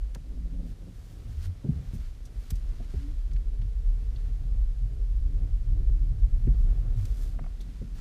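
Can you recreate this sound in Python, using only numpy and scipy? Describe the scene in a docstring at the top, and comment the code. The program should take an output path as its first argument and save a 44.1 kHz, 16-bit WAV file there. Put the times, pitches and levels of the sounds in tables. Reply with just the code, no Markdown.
"""Inside an electric car that pulls out of a side street at walking pace, turns, gathers speed and slows again.
At first sleeves rub as filtered fibre contacts, the wheel rubs in bumps and settles into a harmonic groan. As
speed grows, coloured noise booms, rumbles and roars; gear sines whine faintly until just before the top speed.
Throughout, blows ring damped body modes and short noise bursts tick in the trim, over a steady noise hiss. Late
on, a low tone swells over a dip, something loose clacks, and the steering wheel rubs again."""
import sys
import numpy as np
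from scipy import signal
from scipy.fft import rfft, irfft
from scipy.io import wavfile
from scipy.ndimage import uniform_filter1d

SR = 44100
rng = np.random.default_rng(int(sys.argv[2]) if len(sys.argv) > 2 else 0)


def bounce(signal):
    """Save signal as a 16-bit WAV file at the path given by the first command-line argument."""
    frames = np.transpose(np.atleast_2d(signal))
    limited = np.clip(frames, -1, 1)
    pcm = np.round(limited * 32767).astype(np.int16)
    wavfile.write(sys.argv[1], SR, pcm)


N = 353152
TIME = np.arange(N) / SR

# Road speed, given as the pitch of the gear mesh: time_s, pitch_hz
SPEED = [(0, 78.5), (1.0, 73.5), (2.3, 118), (2.96, 263), (3.14, 298.3), (3.47, 404), (3.72, 445),
         (4.05, 452), (4.33, 428), (4.84, 467), (5.19, 554), (5.6, 616.5), (5.82, 597.5), (6.4, 644),
         (6.9, 573), (7.35, 352), (7.7, 170), (8.01, 223)]
# Spectrum of the low rumble of tyres and floor: frequency_hz, relative_density_db
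RUMBLE_SPECTRUM = [(40, -7), (66, 3), (82, -1.5), (102, 0), (130, -7), (160, -13.5), (205, -28.5),
                   (245, -25), (310, -45), (500, -56)]


def undb(db):
    """Logarithmic level: decibels to amplitude gain."""
    return 10 ** (np.asarray(db) / 20)


def unit(x):
    """Normalisation: scale to rms 1."""
    return x / np.sqrt(np.mean(x ** 2) + 1e-20)


def curve(rows, column=1, outside=None):
    """Linear interpolation in time of one column of a table."""
    rows = np.array(rows, float)
    return np.interp(TIME, rows[:, 0], rows[:, column], left=outside, right=outside)


def fader(rows, column=1):
    """Amplitude envelope of a source that is silent outside its table."""
    return undb(curve(rows, column, -np.inf))


def colour(x, points):
    """Spectral shaping: filter x through (frequency_hz, level_db) points; rms 1."""
    point_hz, point_db = np.transpose(points)
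    hz = np.maximum(np.fft.rfftfreq(len(x), 1 / SR), 1)
    # straight lines on a logarithmic frequency axis
    level_db = np.interp(np.log(hz), np.log(point_hz), point_db, left=-120, right=-120)
    return unit(irfft(rfft(x) * undb(level_db), len(x)))


def walk(rate):
    """Random modulation: a smooth wander, with about rate new values per second; rms 1."""
    step = max(int(SR / rate), 2)
    stairs = np.repeat(rng.standard_normal(N // step + 1), step)
    smooth = uniform_filter1d(uniform_filter1d(stairs, step), step)
    return unit(smooth[:N])


def grains(rate, spread_db):
    """Shot noise: tiny contacts at random moments, rate per second on average, uneven in size."""
    contacts = rng.random(N) < rate / SR
    return contacts * rng.standard_normal(N) * undb(spread_db * rng.standard_normal(N))


def steady(x, seconds):
    """Envelope levelling: even out the swells that are slower than the given time; rms 1."""
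    power = np.abs(signal.hilbert(x)) ** 2
    slow_power = uniform_filter1d(power, max(int(seconds * SR), 1))
    return unit(x / np.sqrt(slow_power + 1e-9))


def add(out, start, sound):
    """Superposition: mix a short sound in at its moment."""
    i = int(start * SR)
    out[i:i + len(sound)] += sound[:N - i]


def swell(peak, length):
    """Asymmetric Gaussian envelope that falls faster than it builds; height 1."""
    fall_share = 0.35  # share of the length after the peak
    side = np.where(TIME < peak, 1 - fall_share, fall_share)
    return np.exp(-((TIME - peak) / (length * side)) ** 2)


def swells(rows, column=2):
    """Incoherent addition: gain of a row of swells whose powers add."""
    return np.sqrt(sum((undb(row[column]) * swell(row[0], row[1])) ** 2 for row in rows))


def held(start, length, ramp):
    """Trapezoidal envelope of attack, hold and release, at half height at start and end; height 1."""
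    inside = np.minimum(TIME - start, start + length - TIME)
    return np.clip(inside / ramp + .5, 0, 1)


def burst(t, rise, decay):
    """Impulsive envelope: quick attack and exponential decay from t = 0; height 1."""
    t = np.clip(t, 0, 1)
    shape = (1 - np.exp(-(t / rise) ** 2)) * np.exp(-t / decay)
    return shape / shape.max()


def tone(hz, waver, rate):
    """Frequency modulation: a sine whose pitch wanders by the given share; rms 1."""
    phase = 2 * np.pi * np.cumsum(hz * (1 + waver * walk(rate))) / SR
    return np.sqrt(2) * np.sin(phase)


def road(patchy_db=0.84, surge_db=1.4):
    """Broadband excitation: long waves rock the body, stones drum the tyres, the tread roars; all grow with speed."""
    # Spectra of the body's boom and of the tread: frequency_hz, relative_density_db
    boom_spectrum = [(15, -21.5), (24, -14.5), (31, -0.5), (39, -1), (50, -4.5), (62, -17), (80, -33.5),
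                     (130, -59)]
    roar_spectrum = [(150, -2.5), (245, 6.5), (310, -0.5), (410, -1.5), (500, -4.5), (620, -8.5),
                     (750, -9.5), (900, -19.5), (1200, -17.5), (4000, -33)]
    # Heaves of the body on its springs: peak_s, length_s, level_db
    heaves = [(.07, 0.21, -28), (.55, 0.49, -30.5), (1.43, 0.23, -35.5), (2.05, 0.3, -34),
              (2.65, 0.44, -30), (3.4, 0.44, -28.5), (3.91, 0.12, -22), (4.63, 0.21, -23.5),
              (5.2, 0.093, -16.5), (5.95, .35, -22.5), (6.25, 0.071, -22), (6.62, 0.46, -21)]
    # Coarse patches of road: peak_s, length_s, rumble_level_db, roar_level_db
    patches = [(1.25, 1, -44.5, -60.5), (1.85, 0.7, -44.5, -59), (3.45, 0.61, -50, -62),
               (4.17, 0.14, -52, -63), (6.25, 1, -36, -63), (6.72, 0.21, -36.5, -54), (7.05, 1, -42, -54.5)]
    cruise_hz = 600  # mesh pitch at cruising speed
    # levels at cruising speed, and the power of speed by which each amplitude grows
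    boom_db, boom_power = -25, 1.04
    rumble_db, rumble_power, crawl_rumble_db = -39, 1.63, -50.5
    roar_db, roar_power = -60, 0.11

    speed = curve(SPEED) / cruise_hz
    rocking = np.hypot(undb(boom_db) * speed ** boom_power, swells(heaves))
    rolling = np.hypot(undb(rumble_db) * speed ** rumble_power, undb(crawl_rumble_db))
    drumming = np.hypot(rolling, swells(patches))
    roaring = np.hypot(undb(roar_db) * speed ** roar_power, swells(patches, column=-1))

    boom = steady(colour(rng.standard_normal(N), boom_spectrum), 0.15) * rocking
    rumble = steady(colour(grains(900, 1.9), RUMBLE_SPECTRUM), 0.23) * drumming
    roar = colour(grains(3000, 2.84), roar_spectrum) * undb(patchy_db * walk(18)) * roaring
    load = undb(surge_db * walk(8.2))  # the weight on the wheels comes and goes
    return boom + load * (rumble + roar)


def jolts(length_s=0.09):
    """Transient forcing: wheels drop into shallow hollows; each sends a short, dull surge through the floor."""
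    # Shallow hollows: peak_s, level_db
    hollows = [(3.34, -38), (3.65, -35), (4.29, -36.5), (4.46, -38), (4.86, -36), (5.41, -33),
               (5.73, -32.5), (6.12, -32.5), (6.5, -28.5)]
    surges = swells([(peak, length_s, db) for peak, db in hollows])
    return steady(colour(rng.standard_normal(N), RUMBLE_SPECTRUM), 0.06) * surges


def blow(hz, corner_hz, lightness=0.16, slope=2.84):
    """Force spectrum of an impact: a soft blow misses the highs, a sharp one the lowest bass."""
    highs = 1 / np.hypot(1, (hz / corner_hz) ** slope)
    bass = 1 / np.hypot(1, lightness * corner_hz / hz)
    return highs * bass


def knocks(clatter=0.53, thud_db=-4, thud_s=0.017, rise=0.0023):
    """Modal synthesis: a blow and its clatter ring the body, while damped panels answer with a dull thud."""
    # Knocks through the suspension: start_s, level_db, corner_hz of the blow, clatter_decay_s
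    strikes = [(0.156, -43, 400, 0.003), (1.642, -32, 465, 0.019), (1.688, -23.5, 210, 0.053),
               (1.757, -33, 71, 0.041), (1.934, -33, 222, 0.038), (2.521, -29, 30, 0.037),
               (2.797, -47, 903, 0.012), (2.936, -38.5, 560, 0.0098), (2.954, -28.5, 62, 0.027),
               (3.621, -47, 259, 0.017), (6.470, -26, 320, 0.0098), (7.41, -42.5, 260, .012),
               (7.815, -36.5, 338, 0.01)]
    # Mean modes of body and cabin: frequency_hz, level_db, t60_s
    modes = [(67, -2, 0.27), (103.1, -3.5, 0.25), (133, 4, 0.17), (173.4, -5, 0.25), (230.4, -8, 0.15),
             (244, -5, 0.12), (345, -13, 0.077), (376, -5, 0.061), (422, -13, 0.13), (660, -9, 0.065),
             (750, -10, 0.059)]
    # Spectrum of the many damped panels: frequency_hz, relative_density_db
    panels = [(70, -8), (140, -0.5), (300, -15), (750, -21.5), (1400, -40)]

    def sized(x):
        """Normalisation: standard deviation 1 over the first 40 ms."""
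        return x / np.std(x[:SR // 25])

    out, t = np.zeros(N), TIME[:SR // 2]
    mounts = 1 - np.exp(-(t / rise) ** 2)  # rubber mounts round the attack
    for start, db, corner_hz, length in strikes:
        ring = 0
        for hz, mode_db, t60 in modes:
            detuned_hz = hz * (1 + 0.025 * rng.standard_normal())
            phase = rng.uniform(0, 2 * np.pi)
            gain = undb(mode_db) * blow(hz, corner_hz)
            decay = np.exp(-np.log(1000) * t / t60)
            ring = ring + gain * np.sin(2 * np.pi * detuned_hz * t + phase) * decay
        push = rng.standard_normal(len(t)) * np.exp(-t / length)
        push *= clatter / np.linalg.norm(push)
        push[0] += 1  # the blow itself, ahead of the clatter
        ring = signal.fftconvolve(ring * mounts, push)[:len(t)]
        struck = [(hz, panel_db + 20 * np.log10(blow(hz, corner_hz))) for hz, panel_db in panels]
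        thud = colour(rng.standard_normal(len(t)), struck) * mounts * np.exp(-t / thud_s)
        mix = sized(ring) + undb(thud_db) * sized(thud)
        add(out, start, undb(db) * sized(mix))
    return out


def cabin(hz, cutoff_hz=520):
    """Resonance: a gear tone is lifted near the cabin's modes and muffled above the cut-off."""
    # Cabin resonances that the gear tones sweep through: frequency_hz, width_hz, lift_db
    resonances = [(282.2, 20, 21), (302, 19, 9.5), (425, 110, 3.5)]
    lift = sum(undb(db) / (1 + (2 * (hz - centre) / width) ** 2) for centre, width, db in resonances)
    return np.hypot(1, lift) / np.hypot(1, (hz / cutoff_hz) ** 8)


def drive(waver=0.00814, flutter_db=3.5, panel_ramp=0.077):
    """Gear-mesh tones follow speed and torque through cabin resonances; one panel hums at its own pitches."""
    # Torque of the drive, with which its tones come and go: time_s, gain_db
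    torque = [(2.93, -3), (3.06, 6), (3.17, -8), (3.38, -1), (4.5, -1), (5.68, -4), (5.85, 3), (6.3, -4.5)]
    # Hums of a panel: start_s, length_s, gain_db
    panel_hums = [(4.888, 0.14, -60), (5.059, 0.43, -68.5), (5.79, 0.12, -57)]
    # Pitches of that panel: pitch_hz, relative_level_db
    panel_tones = [(300, -5), (399, -1), (500, -11.5)]
    mesh_db, half_mesh_db = -71.5, -76.5  # before cabin, torque and flutter

    mesh_hz = curve(SPEED)
    half_hz = mesh_hz / 2  # an octave below
    gears = undb(mesh_db) * cabin(mesh_hz) * tone(mesh_hz, waver, 40)
    gears = gears + undb(half_mesh_db) * cabin(half_hz) * tone(half_hz, waver, 40)
    hum = sum(undb(db) * tone(hz, waver, 40) for hz, db in panel_tones)
    humming = sum(undb(db) * held(start, length, panel_ramp) for start, length, db in panel_hums)
    flutter = undb(flutter_db * walk(18))
    return (gears * fader(torque) + hum * humming) * flutter


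def dip(waver=0.065, ramp=0.028):
    """Modal excitation: the suspension sinks over a dip and a low mode of the cabin swells briefly."""
    start_s, length_s, level_db, pitch_hz = 6.965, 0.084, -28, 104.3
    return tone(pitch_hz, waver, 70) * undb(level_db) * held(start_s, length_s, ramp)


def steering(second_db=-25, third_db=-35):
    """Stick-slip friction: low rubbing as the wheel is wound round settles into a short groan of rubber."""
    # Turns of the steering wheel at a crawl: peak_s, length_s, level_db
    turns = [(.2, 0.14, -54), (.42, 0.19, -47), (.63, 0.27, -43), (.89, 0.11, -46.5), (1.17, 0.22, -54.5),
             (7.43, 0.14, -50), (7.68, 0.13, -50), (7.95, 0.67, -53)]
    # Spectrum of the rubbing: frequency_hz, relative_density_db
    rub_spectrum = [(90, -14), (135, -4.5), (175, 9.5), (210, -12), (250, -1), (330, -19), (650, -42),
                    (900, -38)]
    # Rubber groaning under the turn: time_s, slip_rate_hz, level_db
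    groaning = [(1.27, 67.6, -61), (1.39, 77.3, -29.5), (1.435, 82.8, -39.5), (1.495, 91.5, -27),
                (1.56, 89, -46)]

    rub = steady(colour(grains(1200, 1.5), rub_spectrum), 0.043) * swells(turns)
    slip_hz = curve(groaning) * (1 + 0.032 * walk(59.8))
    phase = 2 * np.pi * np.cumsum(slip_hz) / SR
    overtones = undb(second_db) * np.sin(2 * phase) + undb(third_db) * np.sin(3 * phase)
    groan = np.sin(phase) + overtones
    return rub + unit(groan) * fader(groaning, column=-1)


def slips(slip_s=0.026, slip_ramp=0.023):
    """Stick-slip friction: the rubbing wheel grips and lets go in a run of soft, hollow bumps."""
    # Single slips during the turns: start_s, level_db
    bumps = [(0.241, -54.5), (0.298, -54.5), (0.344, -54.5), (0.445, -55), (0.528, -54.5), (0.58, -52.5),
             (0.637, -53), (0.801, -56), (0.857, -53.5)]
    # Spectrum of a slip: frequency_hz, relative_density_db
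    slip_spectrum = [(150, -13), (260, 3.5), (360, -0.5), (440, -9.5), (525, -1), (630, -11), (950, -29)]
    gate = sum(undb(db) * held(start + slip_ramp / 2, slip_s, slip_ramp) for start, db in bumps)
    return steady(colour(grains(1500, 1.9), slip_spectrum), 0.02) * gate


def sleeves(flicker_db=1.0):
    """Friction noise: fibres catch and slip as the arms turn the wheel; a fast stroke sounds brighter."""
    # Strokes of the sleeves: peak_s, length_s, level_db, brightness (0 to 1)
    strokes = [(0.697, 0.088, -65, 0.6), (1.098, 0.4, -67.5, 0.54), (1.37, 0.33, -65, 0.36),
               (1.45, 0.074, -55.5, 0.3), (1.977, 0.65, -64.5, 0.08), (2.523, 0.29, -63, 0.27),
               (2.96, 0.76, -63.5, 0.01), (4.246, 0.64, -68.5, 0.02), (6.697, 0.71, -69.5, 0.36),
               (7.05, 0.16, -62, .3), (7.23, 0.28, -60, 0.68), (7.79, 0.71, -67.5, 0), (8, 0.078, -59, .15)]
    # Spectrum of the cloth: frequency_hz, relative_density_db
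    cloth_spectrum = [(500, -11), (1000, 0.5), (1500, 2), (2600, -2), (4500, -2.5), (6500, -6.5),
                      (9000, -11.5), (13000, -15.5), (15500, -18)]

    slow = colour(grains(9000, 2.8), cloth_spectrum)
    # differentiation tilts the spectrum towards the treble
    fast = unit(np.diff(colour(grains(5600, 1.2), cloth_spectrum), prepend=0))
    power = np.array([(undb(db) * swell(peak, length)) ** 2 for peak, length, db, _ in strokes])
    bright = np.array(strokes)[:, -1]
    rubbing = slow * np.sqrt((1 - bright) @ power) + fast * np.sqrt(bright @ power)
    return rubbing * undb(flicker_db * walk(35))


def ticks(rise=0.0042):
    """Impulsive contact: a brief crackle of plastic in a broad resonance, which rings the trim."""
    # Ticks of trim and wheel: start_s, level_db, centre_hz, width_octaves, decay_s
    contacts = [(0.146, -45.5, 3000, 1.2, 0.0026), (0.153, -46, 557, 1, 0.0042),
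                (1.933, -58, 6000, 1.8, 0.03), (2.250, -57.5, 5670, 0.76, 0.011),
                (2.502, -40.5, 5540, 3.4, 0.0048), (2.511, -54, 414, 0.35, 0.0094),
                (2.553, -57, 5500, 1, 0.0072), (3.311, -59, 1795, 0.91, .007),
                (3.331, -59.5, 4520, 0.85, .004), (3.360, -56.5, 1890, 0.83, .005),
                (3.614, -58.5, 2170, 0.85, 0.0043), (4.157, -57, 3630, 0.27, 0.0069),
                (6.469, -60, 1800, 0.38, 0.0073), (7.051, -50, 4000, 1.6, 0.0034),
                (7.601, -58, 3670, .15, 0.016), (7.606, -56.5, 4200, 1.2, 0.0091)]
    # Modes of the plastic trim: frequency_hz, width_hz, lift_db
    trim_modes = [(4540, 180, -0.5), (5940, 290, 0.5)]

    out, t = np.zeros(N), TIME[:SR // 4]
    f = np.maximum(np.fft.rfftfreq(len(t), 1 / SR), 1)
    ringing = 1 + sum(undb(db) / (1 + 2j * (f - hz) / width) for hz, width, db in trim_modes)
    for start, db, hz, octaves, decay in contacts:
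        gain = np.abs(ringing) * np.exp(-.5 * (np.log2(f / hz) / octaves) ** 2)
        crackle = unit(irfft(rfft(rng.standard_normal(len(t))) * gain, len(t)))
        add(out, start, undb(db) * crackle * burst(t, rise, decay))
    return out


def clacks(rise=0.0043, decay=0.0055):
    """Repeated impact: something loose knocks dully against the trim and bounces."""
    # Clacks of something loose: start_s, level_db
    bounces = [(7.387, -46), (7.437, -51), (7.459, -53.5)]
    # Spectrum of a clack: frequency_hz, relative_density_db
    clack_spectrum = [(250, 0), (520, -1), (720, 6), (1000, -5), (1300, -1), (1800, -9), (2550, -9.5),
                      (3100, -28)]
    gate = sum(undb(db) * burst(TIME - start, rise, decay) for start, db in bounces)
    return colour(rng.standard_normal(N), clack_spectrum) * gate


def hiss(hiss_db=-67):
    """Stationary random noise: the soft, even hiss of the cabin."""
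    # Spectrum of the hiss: frequency_hz, relative_density_db
    hiss_spectrum = [(500, -1.5), (1200, -2), (2300, -3.5), (4600, -5), (7700, -10), (12000, -13),
                     (15300, -27)]
    return colour(rng.standard_normal(N), hiss_spectrum) * undb(hiss_db)


def scene():
    """Superposition: everything as it meets at the dashboard, in one channel."""
    ride = road() + jolts() + knocks() + drive() + dip()
    hands = steering() + slips() + sleeves()
    interior = ticks() + clacks() + hiss()
    return (ride + hands + interior)[None]


def record(dry):
    """Band limiting: a steep elliptic low-pass removes the top of the treble."""
    top_hz = 15200
    lowpass = signal.ellip(10, .2, 80, top_hz, fs=SR, output="sos")  # ripple .2 dB, stopband 80 dB down
    return signal.sosfilt(lowpass, dry)


dry = scene()
out = record(dry)
bounce(out)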